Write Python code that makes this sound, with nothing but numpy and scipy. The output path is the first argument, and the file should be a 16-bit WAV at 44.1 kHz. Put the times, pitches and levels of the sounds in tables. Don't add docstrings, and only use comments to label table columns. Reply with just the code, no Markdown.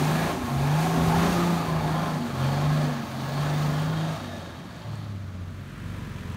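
import sys
import numpy as np
from scipy import signal
from scipy.fft import rfft, irfft
from scipy.io import wavfile
from scipy.ndimage import uniform_filter1d

SR = 44100
rng = np.random.default_rng(int(sys.argv[2]) if len(sys.argv) > 2 else 0)


def digitize_waveform(pressure):
    field = np.atleast_2d(pressure).T
    bounded = np.clip(field, -1, 1)
    quanta = np.round(bounded * 32767).astype(np.int16)
    wavfile.write(sys.argv[1], SR, quanta)


N = 280476
T = np.arange(N) / SR


def undb(db):
    return 10 ** (np.asarray(db) / 20)


def unit(x):
    return x / np.sqrt(np.mean(x ** 2))


def read(table):
    s, *columns = np.transpose(table)
    return [np.interp(T, s, c) for c in columns]


def bump(at_s, length_s):
    return np.exp(-((T - at_s) / length_s) ** 2)


def walk(rate_hz):
    k = int(SR / rate_hz)
    held = np.repeat(rng.standard_normal(N // 20)[:N // k + 1], k)
    return 1.6 * uniform_filter1d(uniform_filter1d(held, k), k)[:N]


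def colour(x, table):
    hz, db = np.transpose(table)
    f = np.maximum(np.arange(N // 2 + 1) * SR / N, 1)
    gain = undb(np.interp(np.log(f), np.log(hz), db))
    return unit(irfft(rfft(x) * gain, N))


def band(x, hz, width_hz):
    return signal.lfilter(*signal.iirpeak(hz, hz / width_hz, SR), x)


def ring(x, hz, width_hz):
    return unit(band(band(x, hz, width_hz), hz, width_hz))


def line(turns, multiple, db, waver_db, drift_rad, start_turns):
    phase = 2 * np.pi * (multiple * turns + start_turns) + drift_rad * walk(14)
    return np.sqrt(2) * undb(db + waver_db * walk(18)) * np.cos(phase)


def wagon():
    # t/s, engine cycle rate/Hz
    revs = [(0.0, 24.5), (0.19, 26.9), (0.3, 27.4), (0.43, 24.5), (0.54, 22.9), (0.64, 23.5), (0.86, 27.4),
            (1.0, 27.5), (1.11, 27.1), (1.3, 29.1), (1.49, 28.8), (1.64, 27.2), (1.83, 25.9), (2.04, 26.6),
            (2.13, 26.2), (2.35, 22.0), (2.45, 22.5), (2.63, 24.6), (2.78, 25.1), (2.88, 24.9),
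            (3.06, 21.9), (3.22, 22.2), (3.46, 24.9), (3.72, 24.8), (3.92, 26.4), (4.1, 26.5), (4.31, 23.6),
            (4.5, 21.4), (4.68, 18.5), (4.9, 17.9), (5.07, 17.3), (5.36, 15.0), (5.66, 15.9)]
    # t/s, roar level/dB, sand hiss level/dB (4.5 is added below)
    wheelspin = [(0.0, -33, -38), (0.29, -30, -36), (0.35, -37, -41.5), (0.58, -37.5, -42.5),
                 (0.74, -32, -40.5), (0.83, -34.5, -37), (1.0, -31, -39), (1.12, -32, -37.5),
                 (1.24, -27.5, -36), (1.44, -33.5, -38), (1.75, -34, -42.5), (2.06, -32.5, -43),
                 (2.21, -39, -45.5), (2.32, -39, -45.5), (2.44, -34.5, -42), (2.83, -35.5, -42),
                 (3.09, -43, -46), (3.38, -36.5, -41.5), (3.75, -37.5, -42), (4.07, -39, -44.5),
                 (4.31, -45.5, -48), (4.63, -50, -52.5), (4.83, -50, -52.5), (5.1, -53, -54),
                 (5.15, -59, -55), (5.4, -65, -58), (5.8, -64.5, -63.5)]
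    cycle_hz, = read(revs)
    roar_db, sand_db = read(wheelspin)
    turns = np.cumsum(cycle_hz) / SR
    puff = 1 + 0.12 * np.cos(2 * np.pi * 6 * turns) + 0.08 * np.cos(2 * np.pi * turns)
    exhaust = wagon_exhaust(cycle_hz, turns, roar_db)
    roar, panels, tones = engine_block(turns, puff)
    sand = thrown_sand(turns, puff)
    gone = np.clip((5.72 - T) / 0.084, 0, 1)
    block = undb(roar_db) * (roar + panels)
    return gone * (exhaust + rut_rumble() + tones + block + undb(sand_db + 4.5) * sand)


def wagon_exhaust(cycle_hz, turns, roar_db):
    # multiple of the cycle rate, level re roar/dB
    lumps = [(2, -18), (3, -13.5), (5, -26), (7, -10.5), (8, -25), (9, -10), (11, -15.5), (13, -18),
             (14, -15.5), (15, -23), (16, -22.5), (18, -17.5)]
    tail_hz, tail_width_hz, tail_db = 270.6, 2.4, 1.5
    lope_below_hz, lope_per_hz = 20, .035
    twelfth_db = -23

    firing_db, fourth_db, tenth_db = exhaust_levels(cycle_hz)
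    # multiple, level/dB, waver/dB, phase drift/rad
    strong_lines = [(6, firing_db, .9, .12), (4, fourth_db, .7, .2),
                    (10, tenth_db, .7, .55), (12, firing_db + twelfth_db, 4, .7)]
    exhaust = sum(line(turns, k, db, waver_db, drift, rng.random())
                  for k, db, waver_db, drift in strong_lines)
    lope_depth = lope_per_hz * np.maximum(lope_below_hz - cycle_hz, 0)
    exhaust *= 1 + lope_depth * np.cos(2 * np.pi * turns)
    for k, db in lumps:
        lift_db = tail_db * np.exp(-((k * cycle_hz - tail_hz) / tail_width_hz) ** 2)
        exhaust += line(turns, k, roar_db + db + lift_db, 3.5, .065 * k, rng.random())
    return exhaust


def exhaust_levels(cycle_hz):
    # pressed t/s, full t/s, lifted t/s, shut t/s,
    # firing line level when full/dB, when lifted/dB, 10th line level on the overrun/dB
    bursts = [(-0.2, -0.1, 0.26, 0.35, -24.5, -31.5, -29), (0.47, 0.543, 1.53, 1.68, -25.5, -25.5, -50),
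              (1.645, 1.722, 2.06, 2.37, -27, -33, -40), (2.28, 2.462, 2.73, 3.05, -26.5, -24, -37),
              (3.034, 3.39, 4.11, 4.17, -28.5, -29.5, -44), (4.82, 4.883, 5.4, 5.88, -38.5, -37, -52)]
    # t/s, 1/e half width/s, change/dB
    stumbles = [(1.81, .018, -11), (1.89, .012, -6), (2.265, .02, -10)]
    # t/s, level/dB
    fourth = [(0, -41.5), (.9, -43), (1.44, -44), (1.75, -46), (2.2, -47), (2.4, -40), (2.8, -45), (3, -49),
              (3.5, -47), (3.7, -43), (4.35, -42), (4.53, -46), (4.6, -55), (5, -54)]
    coast_db = -51
    pipe_hz, pipe_width_hz, pipe_db = 155, 7.8, 2.5
    boom_hz, boom_width_hz = 235.4, 20.4
    tenth_db, tenth_pull_db, wander_db = -44.5, -45.5, 1.4
    overrun_lag_s, overrun_s = 0.15, 0.096
    bend_s, bend_db_per_s = 3.83, -16

    pull = undb(coast_db) + sum(np.interp(T, b[:4], [0, undb(b[4]), undb(b[5]), 0]) for b in bursts)
    swell_db = pipe_db * np.exp(-((6 * cycle_hz - pipe_hz) / pipe_width_hz) ** 2)
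    stumble_db = sum(db * bump(s, length_s) for s, length_s, db in stumbles)
    firing_db = 20 * np.log10(pull) + swell_db + stumble_db

    hidden = undb(bend_db_per_s * np.maximum(T - bend_s, 0))
    overrun = sum(undb(b[6]) * bump(b[2] + overrun_lag_s, overrun_s) for b in bursts)
    boom = np.exp(-((10 * cycle_hz - boom_hz) / boom_width_hz) ** 2)
    tenth = hidden * (undb(tenth_db) + undb(tenth_pull_db) * boom) + overrun * boom
    return firing_db, read(fourth)[0], 20 * np.log10(tenth) + wander_db * walk(30.16)


def engine_block(turns, puff):
    # f/Hz, relative level per Hz/dB
    roar_spectrum = [(18, -56), (30, -65), (111, -8), (136, -6), (158, -3), (178, -21), (197, -8.5),
                     (257, -3), (421, -15.5), (538, -11.5), (810, -8.5), (994, -13.5), (1200, -13.5),
                     (2300, -24.5), (4000, -79), (5200, -104), (8800, -120)]
    # f/Hz, width/Hz (times 1.74 below), level re roar at t = 0/dB,
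    # slope as the tail swings round/(dB/s)
    resonances = [(373.7, 32, -7, -3), (587, 103, -11, 1.64), (706, 85, -4, -0.8), (834, 118, -2.5, -1.35),
                  (1080, 51, -7.5, -0.9), (1200, 190, -12, 0.96), (1665, 110, -15, 0.9),
                  (2380, 280, -14, -1.2), (3240, 230, -21.5, 2), (3550, 140, -28.5, 3), (4450, 270, -23, 2)]
    # t/s, 1/e half width/s, f/Hz, width/Hz, level/dB
    tone_moments = [(0.37, 0.097, 380.4, 8.5, -35), (0.891, 0.056, 741, 35, -27.5),
                    (1.08, 0.12, 382, 5.9, -41), (1.215, 0.086, 1079, 110, -36),
                    (0.974, 0.031, 256, 65, -24.5), (1.41, 0.043, 1700, 100, -45),
                    (0.21, 0.085, 1680, 130, -43), (2.01, 0.14, 1042, 57, -35),
                    (1.43, 0.19, 1215, 130, -39), (1.47, 0.035, 850, 37, -37), (1.71, 0.05, 1040, 63, -35),
                    (2.79, 0.028, 618, 46, -27.5), (4.3, 0.16, 665, 96, -47.5), (4.33, 0.08, 1717, 47, -50),
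                    (4.26, 0.34, 3680, 200, -54), (4.95, 0.31, 151, 44, -41.5), (4.38, 0.24, 335, 56, -52),
                    (3.87, 0.19, 1416, 81, -45), (3.2, 0.12, 270, 14, -40), (4.0, .11, 316, 9.1, -43.5),
                    (0.072, 0.089, 257, 40, -34), (1.43, 0.15, 345, 11.7, -35.5)]
    pattern_cycles = 1.8

    patterns = rng.standard_normal((120, 512))
    step = (turns % 1 * 512).astype(int)
    age = turns / pattern_cycles
    old, fade = age.astype(int), np.pi / 2 * (age % 1)
    knocks = np.cos(fade) * patterns[old, step] + np.sin(fade) * patterns[old + 1, step]

    shake = puff * (0.7 * knocks + rng.standard_normal(N))
    roar = colour(puff * (0.5 * knocks + rng.standard_normal(N)), roar_spectrum)
    panels = sum(undb(db + slope_db * T + 1.8 * walk(16)) * ring(shake, f, 1.74 * w)
                 for f, w, db, slope_db in resonances)
    tones = sum(undb(db) * bump(s, length_s) * ring(shake, f, w)
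                for s, length_s, f, w, db in tone_moments)
    return roar, panels, tones


def thrown_sand(turns, puff):
    # f/Hz, relative level per Hz/dB
    sand_spectrum = [(1060, 0.5), (1800, -5), (2810, -6.5), (4550, -9.5), (5030, -12.5), (6920, -14.5),
                     (7600, -18), (9500, -19.5), (10400, -23.5), (11300, -22), (13500, -23), (15800, -26.5)]
    air_db_per_s = 1
    rasp_once, rasp_thrice = .04, .07

    grain_db = 0.22 * rng.exponential(size=N) + 0.5 * walk(25.0)
    grains = colour(np.sqrt(puff) * rng.standard_normal(N) * undb(grain_db), sand_spectrum)
    grains = patchy(grains)
    rasp = 1 + rasp_once * np.cos(2 * np.pi * turns) + rasp_thrice * np.cos(2 * np.pi * 3 * turns)
    fine = signal.sosfilt(signal.butter(2, 6000, "high", fs=SR, output="sos"), grains)
    fine_gain = undb(4.35 - air_db_per_s * T + 0.3 * walk(9.2))
    return rasp * (grains - fine) + fine_gain * fine


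def patchy(x):
    patch_db, patch_hz = 0.5, 9
    f = np.arange(N // 2 + 1) * SR / N
    octave = np.log2(np.maximum(f, 700) / 700)
    spectrum = rfft(x)
    out = np.zeros(N)
    for k in range(11):
        share = np.maximum(1 - abs(2 * octave - k), 0)
        out += undb(patch_db * walk(patch_hz)) * irfft(spectrum * share, N)
    return out


def rut_rumble():
    # t/s, rumble level/dB, 1/e half width/s
    jolts = [(0.02, -42, 0.12), (0.422, -35.5, 0.037), (0.59, -33, 0.054), (.85, -39, 0.091),
             (1.07, -31.5, 0.12), (1.2, -34.5, 0.044), (1.753, -39, 0.15), (2.0, -42, 0.088),
             (3.905, -38, 0.066), (5.205, -48, 0.084)]
    ruts_db = -66
    jolting = undb(ruts_db) + sum(undb(db) * bump(s, length_s) for s, db, length_s in jolts)
    return jolting * ring(rng.standard_normal(N), 84, 94)


def truck():
    # t/s, crank rate/Hz, 2nd, 4th and 7th line levels/dB, clatter level/dB (6 is taken off below)
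    creep = [(5.2, 23.4, -60, -37, -60, -63), (5.406, 22.5, -52, -36, -58, -64),
             (5.62, 22.5, -51, -40, -52, -62), (5.71, 24.1, -48, -61, -47, -60),
             (5.796, 24.7, -45, -40, -42, -56), (5.952, 24.1, -44, -38, -43, -51),
             (6.126, 22.0, -46, -43, -47, -52), (6.2, 21.5, -47, -42, -47, -51),
             (6.27, 21.9, -49, -37, -47, -50), (6.36, 22.6, -51, -40, -42, -49)]
    # multiple of the crank rate, level re the clatter column/dB
    weak_lines = [(3, 1.5), (5, 6), (6, 7.5), (8, -18), (9, 2.5), (10, 0.5), (11, -2.5), (12, -23),
                  (14, -12), (19, -8)]
    # f/Hz, width/Hz, relative level/dB
    clatter_bands = [(990, 110, 2), (1270, 210, -5.5), (1650, 140, -1), (2340, 200, -5.5), (2750, 470, -27),
                     (510, 75, 2), (754, 170, -7), (180, 60, -9.5)]
    # t/s, level/dB
    fan = [(5.2, -67), (5.7, -50.5), (6.0, -49.5), (6.36, -50)]
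    # f/Hz, relative level per Hz/dB
    fan_spectrum = [(300, -9), (1500, 0.5), (3000, -5), (5000, -14.5), (8000, -17.5), (12000, -25),
                    (15800, -24)]
    tick_db, tick_share = -22, .2
    pipe_smear, pulse_centre = .025, 5.5

    def start(k):
        return -pipe_smear * (k - pulse_centre) ** 2

    crank_hz, second_db, fourth_db, seventh_db, clatter_db = read(creep)
    turns = np.cumsum(crank_hz) / SR
    fourth_fade = np.clip((T - 5.7) / 0.07, 0, 1)
    exhaust = line(turns, 2, second_db, 1.0, 0.22, 0)
    exhaust += fourth_fade * line(turns, 4, fourth_db, 0.8, 0.26, start(4))
    exhaust += line(turns, 7, seventh_db, 2, .4, start(7))
    exhaust += sum(line(turns, k, clatter_db + db, 2.6, .5, start(k)) for k, db in weak_lines)

    gap = 2 * turns % 1
    knock = (.7 + np.exp(-gap / .3)) * rng.standard_normal(N)
    clatter = sum(undb(db + 0.57 * walk(7.0)) * unit(band(knock, f, w)) for f, w, db in clatter_bands)
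    ticks = ring(np.exp(-gap / tick_share) * rng.standard_normal(N), 12000, 7000)
    hiss = undb(read(fan)[0]) * (colour(rng.standard_normal(N), fan_spectrum) + undb(tick_db) * ticks)
    arrival = np.clip((T - 5.05) / 0.37, 0, 1)
    return arrival * (exhaust + undb(clatter_db - 6.0) * clatter + hiss)


def insects():
    # from t/s, to t/s, f/Hz, width/Hz, level before throb/dB, throb rate/Hz
    buzzes = [(3, 2.4, 13450, 250, -72, 12), (2.7, 3.95, 15450, 410, -67, 24)]
    out = np.zeros(N)
    for start_s, end_s, f, w, db, throb_hz in buzzes:
        present = np.clip(np.minimum(T - start_s, end_s - T) / .08, 0, 1)
        throb = 1 + .6 * np.cos(2 * np.pi * throb_hz * T)
        out += present * undb(db + 3.0 * walk(9)) * throb * ring(rng.standard_normal(N), f, w)
    return out


def twig():
    # t/s, approximate peak level/dB
    snaps = [(4.956, -39)]
    return sum(undb(db) * bump(s, 0.00017) * np.sin(2 * np.pi * 7800 * (T - s)) for s, db in snaps)


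def forest():
    # f/Hz, relative level per Hz/dB
    wash_spectrum = [(18, -51), (30, -50), (79, -2), (174, 5.5), (340, -6.5), (497, -18.5), (663, -12),
                     (862, -45), (1150, -13.5), (8660, -53), (15800, -47)]
    wash_db = -42
    return undb(wash_db + 1.2 * walk(3.2)) * colour(rng.standard_normal(N), wash_spectrum)


def scene():
    return (wagon() + truck() + insects() + twig() + forest())[None]


def record(dry):
    case_lag_s, case_share, top_hz = 0.0004, 0.09, 15680
    dry = signal.sosfilt(signal.butter(3, 40, "high", fs=SR, output="sos"), dry)
    treble = signal.sosfilt(signal.butter(1, 1500, "high", fs=SR, output="sos"), dry)
    echo = np.array([np.interp(T - case_lag_s, T, c) for c in treble])
    top_cut = signal.ellip(12, .2, 75, top_hz, fs=SR, output="sos")
    return signal.sosfilt(top_cut, dry - case_share * echo)


dry = scene()
out = record(dry)
digitize_waveform(out)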